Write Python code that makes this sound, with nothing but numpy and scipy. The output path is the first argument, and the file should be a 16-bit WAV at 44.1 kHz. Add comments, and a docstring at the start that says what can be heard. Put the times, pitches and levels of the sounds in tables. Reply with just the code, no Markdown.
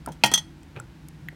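"""A steel utensil knocks against a plastic strainer of fish in sauce and rebounds with a bright double clink.
Each contact rings the steel's modes and draws a hollow knock from the plastic. The wet fish shifts with
soft thuds and a sticky squelch. Small sauce bubbles pop: the film snaps, the cavity rings.
A quiet kitchen hums behind; its walls add a faint tail."""
import sys
import numpy as np
from scipy import signal
from scipy.fft import rfft, irfft, next_fast_len
from scipy.io import wavfile

SR = 44100
rng = np.random.default_rng(int(sys.argv[2]) if len(sys.argv) > 2 else 0)


def to_wav(sig):
    """Store sig (one row per channel, or 1-D mono) as 16-bit WAV at the path in sys.argv[1].

    Samples outside -1..1 are clipped; the rate is SR.
    """
    pcm = np.clip(np.atleast_2d(sig), -1, 1) * 32767
    pcm = np.round(pcm).astype(np.int16)
    wavfile.write(sys.argv[1], SR, pcm.T)  # frames by channels


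N = 59535
TIME_S = np.arange(N) / SR

# Spectra of the noise layers: f/Hz, relative level/dB
FLOOR_SPECTRUM = [(15, -59), (25, -23), (70, -2.5), (97, -10), (117, -22.5), (130, -20), (149, -3),
                  (217, -16), (335, -10.5), (363, -23), (463, -28), (695, -29.5), (887, -27.5), (1290, -34),
                  (1400, -30), (3720, -38), (16000, -55)]
ROOM_SPECTRUM = [(100, -2.5), (900, 5.5), (2200, 6.5), (3300, -4.5), (4500, 4), (6000, -5), (10000, -2.5),
                 (16000, -11.5)]
SPRAY_SPECTRUM = [(300, -26), (2500, -19), (3500, -7.5), (4800, 1.5), (6800, 1.5), (8500, 4.5), (11000, 3),
                  (15000, -3.5), (17000, -10.5)]
SPLASH_SPECTRUM = [(300, -36.5), (1000, -26), (1500, 7), (2200, 8.5), (2600, 0), (3000, 2), (4200, -6),
                   (5000, -29.5), (16000, -42.5)]
SQUELCH_SPECTRUM = [(100, -2), (400, 6.5), (900, -3.5), (1500, 3), (2000, -3.5), (2600, 5), (3300, -6),
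                    (4500, -20.5), (9000, -32), (16000, -33.5)]
THUD_SPECTRUM = [(60, -9.5), (180, -2.5), (400, 0), (700, -3), (930, 1), (1100, -17.5), (1500, -12),
                 (2200, -27), (4000, -41.5), (16000, -62.5)]
# Spectra of each body's crowded, fast-dying modes: f/Hz, relative level/dB
PLASTIC_SPECTRUM = [(25, -39), (70, -19.5), (150, -7), (300, -10.5), (550, -5.5), (800, 0), (1100, -14),
                    (1400, -6.5), (1750, -15), (2400, -4), (2750, -3), (3000, -11), (3700, -22.5),
                    (4300, -7), (6000, -16), (9000, -28.5), (16000, -39)]
STEEL_SPECTRUM = [(150, -4), (600, -9.5), (1300, 1), (2200, -8.5), (4200, -5), (6000, -0.5), (8500, -0.5),
                  (10500, -5), (12500, -9.5), (15000, -9.5), (17000, -16.5)]
# Hum envelope: t/s, level/dB
HUM_ENVELOPE = [(0, -51), (0.6, -52.5), (1.0, -68), (1.25, -42), (1.35, -50.5)]
# A low room bump at the start, then low wobbles of the strainer: t/s, f/Hz, level/dB, t60/s
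LOW_BUMPS = [(0.005, 60.1, -41, 0.41), (0.105, 157.8, -34, .1), (0.319, 193.5, -38, 0.39),
             (0.763, 123, -36.5, 0.49), (0.771, 94.3, -41.5, 0.17)]
# Bubble pops: t/s, cavity f/Hz, level/dB, t60/s, lower snap f/Hz, level/dB,
# upper snap f/Hz, level/dB, spray level/dB, splash level/dB
BUBBLE_POPS = [(0.0611, 1317, -34, 0.043, 4600, -39, 8660, -24.5, -32.5, -50.5),
               (0.6316, 1500, -64, .01, 7200, -48, 8500, -49, -53, -52.5),
               (0.7995, 1377, -28, 0.023, 7740, -26, 9640, -34.5, -43, -60),
               (1.0853, 3580, -48, 0.0078, 8400, -39, 11000, -38, -39.5, -54.5),
               (1.2858, 1895, -20.5, 0.016, 7050, -42.5, 12000, -35.5, -54, -33.5)]
# Sticky slips of the fish: centre t/s, half-width/s, relative level/dB
FISH_SLIPS = [(0.22, .014, -18), (0.235, .002, -11), (0.758, .002, -8), (0.7645, .002, 2), (0.772, .007, 0),
              (0.792, .012, -11)]
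# Soft bumps of the fish: t/s, level/dB, t60/s
FISH_THUDS = [(0.0735, -23, 0.045), (0.0865, -35, 0.12), (0.3170, -28.5, 0.065), (0.7690, -42, 0.21),
              (1.3260, -47.5, 0.035)]
# Strainer modes: f/Hz, relative level/dB, t60/s
PLASTIC_MODES = [(132.3, -20, .22), (206, -16.5, 0.16), (312, -25.5, 0.26), (456.6, -14.5, .04),
                 (668, -15, .07), (750, -16, .06), (856, -13, 0.14), (945.4, -10.5, 0.098),
                 (1417, -23.5, .07), (2129, -11.5, .06), (2380, -4, 0.015), (2535, 2, 0.015),
                 (2757, -13.5, 0.042)]
# Utensil modes: f/Hz, relative level/dB struck on the flat, same on the edge, t60/s
UTENSIL_MODES = [(1275, -22, -15, 0.069), (1877, -12, -32, 0.22), (1938, -23, -17, .17),
                 (3065, -13, -20, 0.2), (3204, 6.5, -18.5, 0.044), (3290, -6.5, 0, .15),
                 (3499, -17, -8.5, .11), (4057, -8.5, -13, 0.058), (4340, -26, -11, 0.07),
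                 (4420, -19.5, -17.5, 0.1), (5085, -28.5, -21, .17), (5605, -13, -18.5, 0.12),
                 (5928, -16.5, -4.5, 0.1), (6240, -13, 0.5, 0.091), (6760, -25, -19.5, 0.0707),
                 (6980, -22.5, -28.5, .11), (7580, -23, -22.5, 0.12), (8500, -27.5, -13.5, 0.072),
                 (8905, -26, -4.5, 0.027), (9700, -21, -22, 0.081), (9590, -17.5, -27, 0.097),
                 (10310, -36, -9, 0.04), (11280, -29, -18.5, 0.0677), (13750, -26.5, -31.5, 0.088),
                 (14900, -25.5, -28.5, .07)]
# Utensil on strainer: t/s, ring level/dB, place (0 flat, 1 edge), tilt/(dB/octave), ring t60 factor,
# crack level/dB, crack t60/s, knock level/dB
UTENSIL_CONTACTS = [(0.0862, -59, 0.42, 8, 1, -44, 0.012, -72.5),
                    (0.1195, -49, 0.27, 8.5, 0.62, -50, 0.09, -57.5),
                    (0.2367, -13.5, 0, -1.5, 0.98, -20, .035, -6),
                    (0.2433, -28, .4, 11, 0.5, -29.5, .022, -43.5),
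                    (0.2590, -27, 0.12, 5, .7, -25.5, 0.068, -36),
                    (0.3156, -25.5, 0.49, -7.5, 1.0, -32, 0.054, -37.5),
                    (0.3379, -10, 1, 2, 0.68, -14.5, 0.024, -28),
                    (0.3507, -32, 0.78, 4, 0.44, -26, .015, -54.5),
                    (0.358, -26, .5, 0, .6, -25.5, 0.024, -55.5),
                    (0.3754, -18.5, 0.59, 0, 0.83, -39, 0.094, -33.5)]


def from_db(db):
    """Decibels to gain."""
    return 10 ** (np.asarray(db) / 20)


def unit_rms(x):
    """Scale to unit rms."""
    return x / np.sqrt(np.mean(x ** 2) + 1e-20)


def slow_noise(rate_hz):
    """Smooth random drift, unit rms."""
    low_pass = signal.butter(2, rate_hz, fs=SR, output="sos")
    return unit_rms(signal.sosfilt(low_pass, rng.standard_normal(N)))


def colour(x, spectrum):
    """Minimum-phase filter; white noise keeps its power."""
    size = 2 * next_fast_len(N)
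    hz, db = np.transpose(spectrum)
    bins_hz = np.fft.rfftfreq(size, 1 / SR)
    gain = unit_rms(from_db(np.interp(np.log(bins_hz + 1), np.log(hz), db)))
    cepstrum = irfft(np.log(gain))
    cepstrum[1:size // 2] *= 2
    cepstrum[size // 2 + 1:] = 0
    return irfft(rfft(x, size) * np.exp(rfft(cepstrum)))[:N]


def onset(start_s, tau_s):
    """Exponential fade-in."""
    return 1 - np.exp(-np.maximum(TIME_S - start_s, 0) / (tau_s + 1e-5))


def decay(start_s, t60_s):
    """Step onset, exponential fall."""
    first = int(start_s * SR)
    age_s = np.arange(min(int(2 * t60_s * SR), N - first)) / SR
    return np.pad(from_db(-60 * age_s / t60_s), (first, N - first - len(age_s)))


def ring(start_s, hz, db, t60_s, rise_per_s=0):
    """One damped mode, with optional fractional pitch rise."""
    age_s = TIME_S - int(start_s * SR) / SR
    cycles = hz * age_s * (1 + rise_per_s * age_s / 2)
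    return from_db(db) * decay(start_s, t60_s) * np.sin(2 * np.pi * cycles)


def bursts(hits, spectrum):
    """Coloured noise dying after each hit (t/s, level/dB, t60/s)."""
    power = sum((from_db(db) * decay(t_s, t60_s)) ** 2 for t_s, db, t60_s in hits)
    return colour(np.sqrt(power) * rng.choice([-1, 1], N), spectrum)


def kitchen(floor_db=-47, hum_hz=150, waver_hz=10):
    """Low room noise and a wavering hum that dips, then swells near the end."""
    pitch_hz = hum_hz + waver_hz * slow_noise(rate_hz=20.4)
    hum = np.sqrt(2) * np.sin(2 * np.pi * np.cumsum(pitch_hz) / SR)
    hum_db = np.interp(TIME_S, *np.transpose(HUM_ENVELOPE))
    floor = from_db(floor_db) * colour(rng.standard_normal(N), FLOOR_SPECTRUM)
    return floor + from_db(hum_db) * hum


def room(x, level_db=-25):
    """Faint diffuse tail from the walls."""
    tail = colour(decay(start_s=0.011, t60_s=0.27) * rng.standard_normal(N), ROOM_SPECTRUM)
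    return from_db(level_db) * signal.fftconvolve(x, unit_rms(tail) / np.sqrt(N))[:N]


def low_bumps():
    """A low room bump at the start, then low wobbles of the strainer."""
    return sum(ring(*row) for row in LOW_BUMPS)


def sauce(snap_t60_s=0.0079, spray_t60_s=0.01, splash_t60_s=0.018):
    """A film snaps with a two-tone tick, spray and splash; the cavity rings, rising in pitch."""
    spray = bursts([(t_s, db, spray_t60_s) for t_s, *_, db, _ in BUBBLE_POPS], SPRAY_SPECTRUM)
    splash = bursts([(t_s, db, splash_t60_s) for t_s, *_, db in BUBBLE_POPS], SPLASH_SPECTRUM)
    pops = spray + splash
    for t_s, hz, db, t60_s, lower_hz, lower_db, upper_hz, upper_db, *_ in BUBBLE_POPS:
        snap = ring(t_s, lower_hz, lower_db, snap_t60_s) + ring(t_s, upper_hz, upper_db, snap_t60_s)
        cavity = ring(t_s, hz, db, t60_s, rise_per_s=4.7)
        pops += onset(t_s, tau_s=0.00034) * (cavity + snap)
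    return pops


def fish(grains_per_s=7000, squelch_db=-40.5):
    """Slips give swells of sticky grains; bumps give dull thuds."""
    grains = unit_rms((rng.random(N) < grains_per_s / SR) * rng.standard_normal(N))
    swell = sum(from_db(squelch_db + db) * np.exp(-((TIME_S - t_s) / width_s) ** 2)
                for t_s, width_s, db in FISH_SLIPS)
    return colour(grains * swell, SQUELCH_SPECTRUM) + bursts(FISH_THUDS, THUD_SPECTRUM)


def strainer(clack_t60_s=0.02, tail_t60_s=0.16, tail_db=-15.5, low_cut_hz=80):
    """The plastic answers each contact with a short hollow knock."""
    knocks = [(t_s, db) for t_s, *_, db in UTENSIL_CONTACTS]
    modes = sum((-1) ** k * ring(t_s, hz, knock_db + db, t60_s)
                for t_s, knock_db in knocks for k, (hz, db, t60_s) in enumerate(PLASTIC_MODES))
    clacks = [(t_s, db, clack_t60_s) for t_s, db in knocks]
    tails = [(t_s, db + tail_db, tail_t60_s) for t_s, db in knocks]
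    body = modes + bursts(clacks + tails, PLASTIC_SPECTRUM)
    # The small bowl radiates little bass.
    low_cut = signal.butter(2, low_cut_hz, "high", fs=SR, output="sos")
    return signal.sosfilt(low_cut, body)


def utensil(pivot_hz=3300, edge_swell_s=0.0018, waver_rms=0.004, rest_s=0.391, choke_db_per_s=513):
    """Each contact cracks and feeds the steel's modes; the place struck sets their balance."""
    cracks = bursts([(t_s, db, t60_s) for t_s, *_, db, t60_s, _ in UTENSIL_CONTACTS], STEEL_SPECTRUM)
    rings = 0
    for hz, flat_db, edge_db, t60_s in UTENSIL_MODES:
        octaves = np.log2(hz / pivot_hz)
        energy = 0
        for t_s, ring_db, place, tilt_db_per_octave, t60_factor, *_ in UTENSIL_CONTACTS:
            db = ring_db + flat_db + place * (edge_db - flat_db) + tilt_db_per_octave * octaves
            swell = onset(t_s, edge_swell_s * place)  # the ring swells briefly after edge strikes
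            energy += (from_db(db) * swell * decay(t_s, t60_s * t60_factor)) ** 2
        pitch_hz = hz * (1 + waver_rms * slow_noise(rate_hz=60))  # sliding contact bends the mode
        rings += np.sqrt(energy) * np.sin(2 * np.pi * np.cumsum(pitch_hz) / SR)
    choke = from_db(-choke_db_per_s * np.maximum(TIME_S - rest_s, 0))  # utensil comes to rest
    return cracks + rings * choke


def scene():
    """All sources, close up, mono."""
    direct = utensil() + strainer() + fish() + sauce() + low_bumps()
    return (direct + room(direct) + kitchen())[None]


def record(dry, low_cut_hz=35, high_cut_hz=15900):
    """Rumble filter, soft clip, top cut."""
    low_cut = signal.butter(2, low_cut_hz, "high", fs=SR, output="sos")
    high_cut = signal.cheby1(12, 0.1, high_cut_hz, fs=SR, output="sos")
    rounded = 1.146 * np.tanh(signal.sosfilt(low_cut, dry) / 1.092)
    return signal.sosfilt(high_cut, rounded)


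dry = scene()
out = record(dry)
to_wav(out)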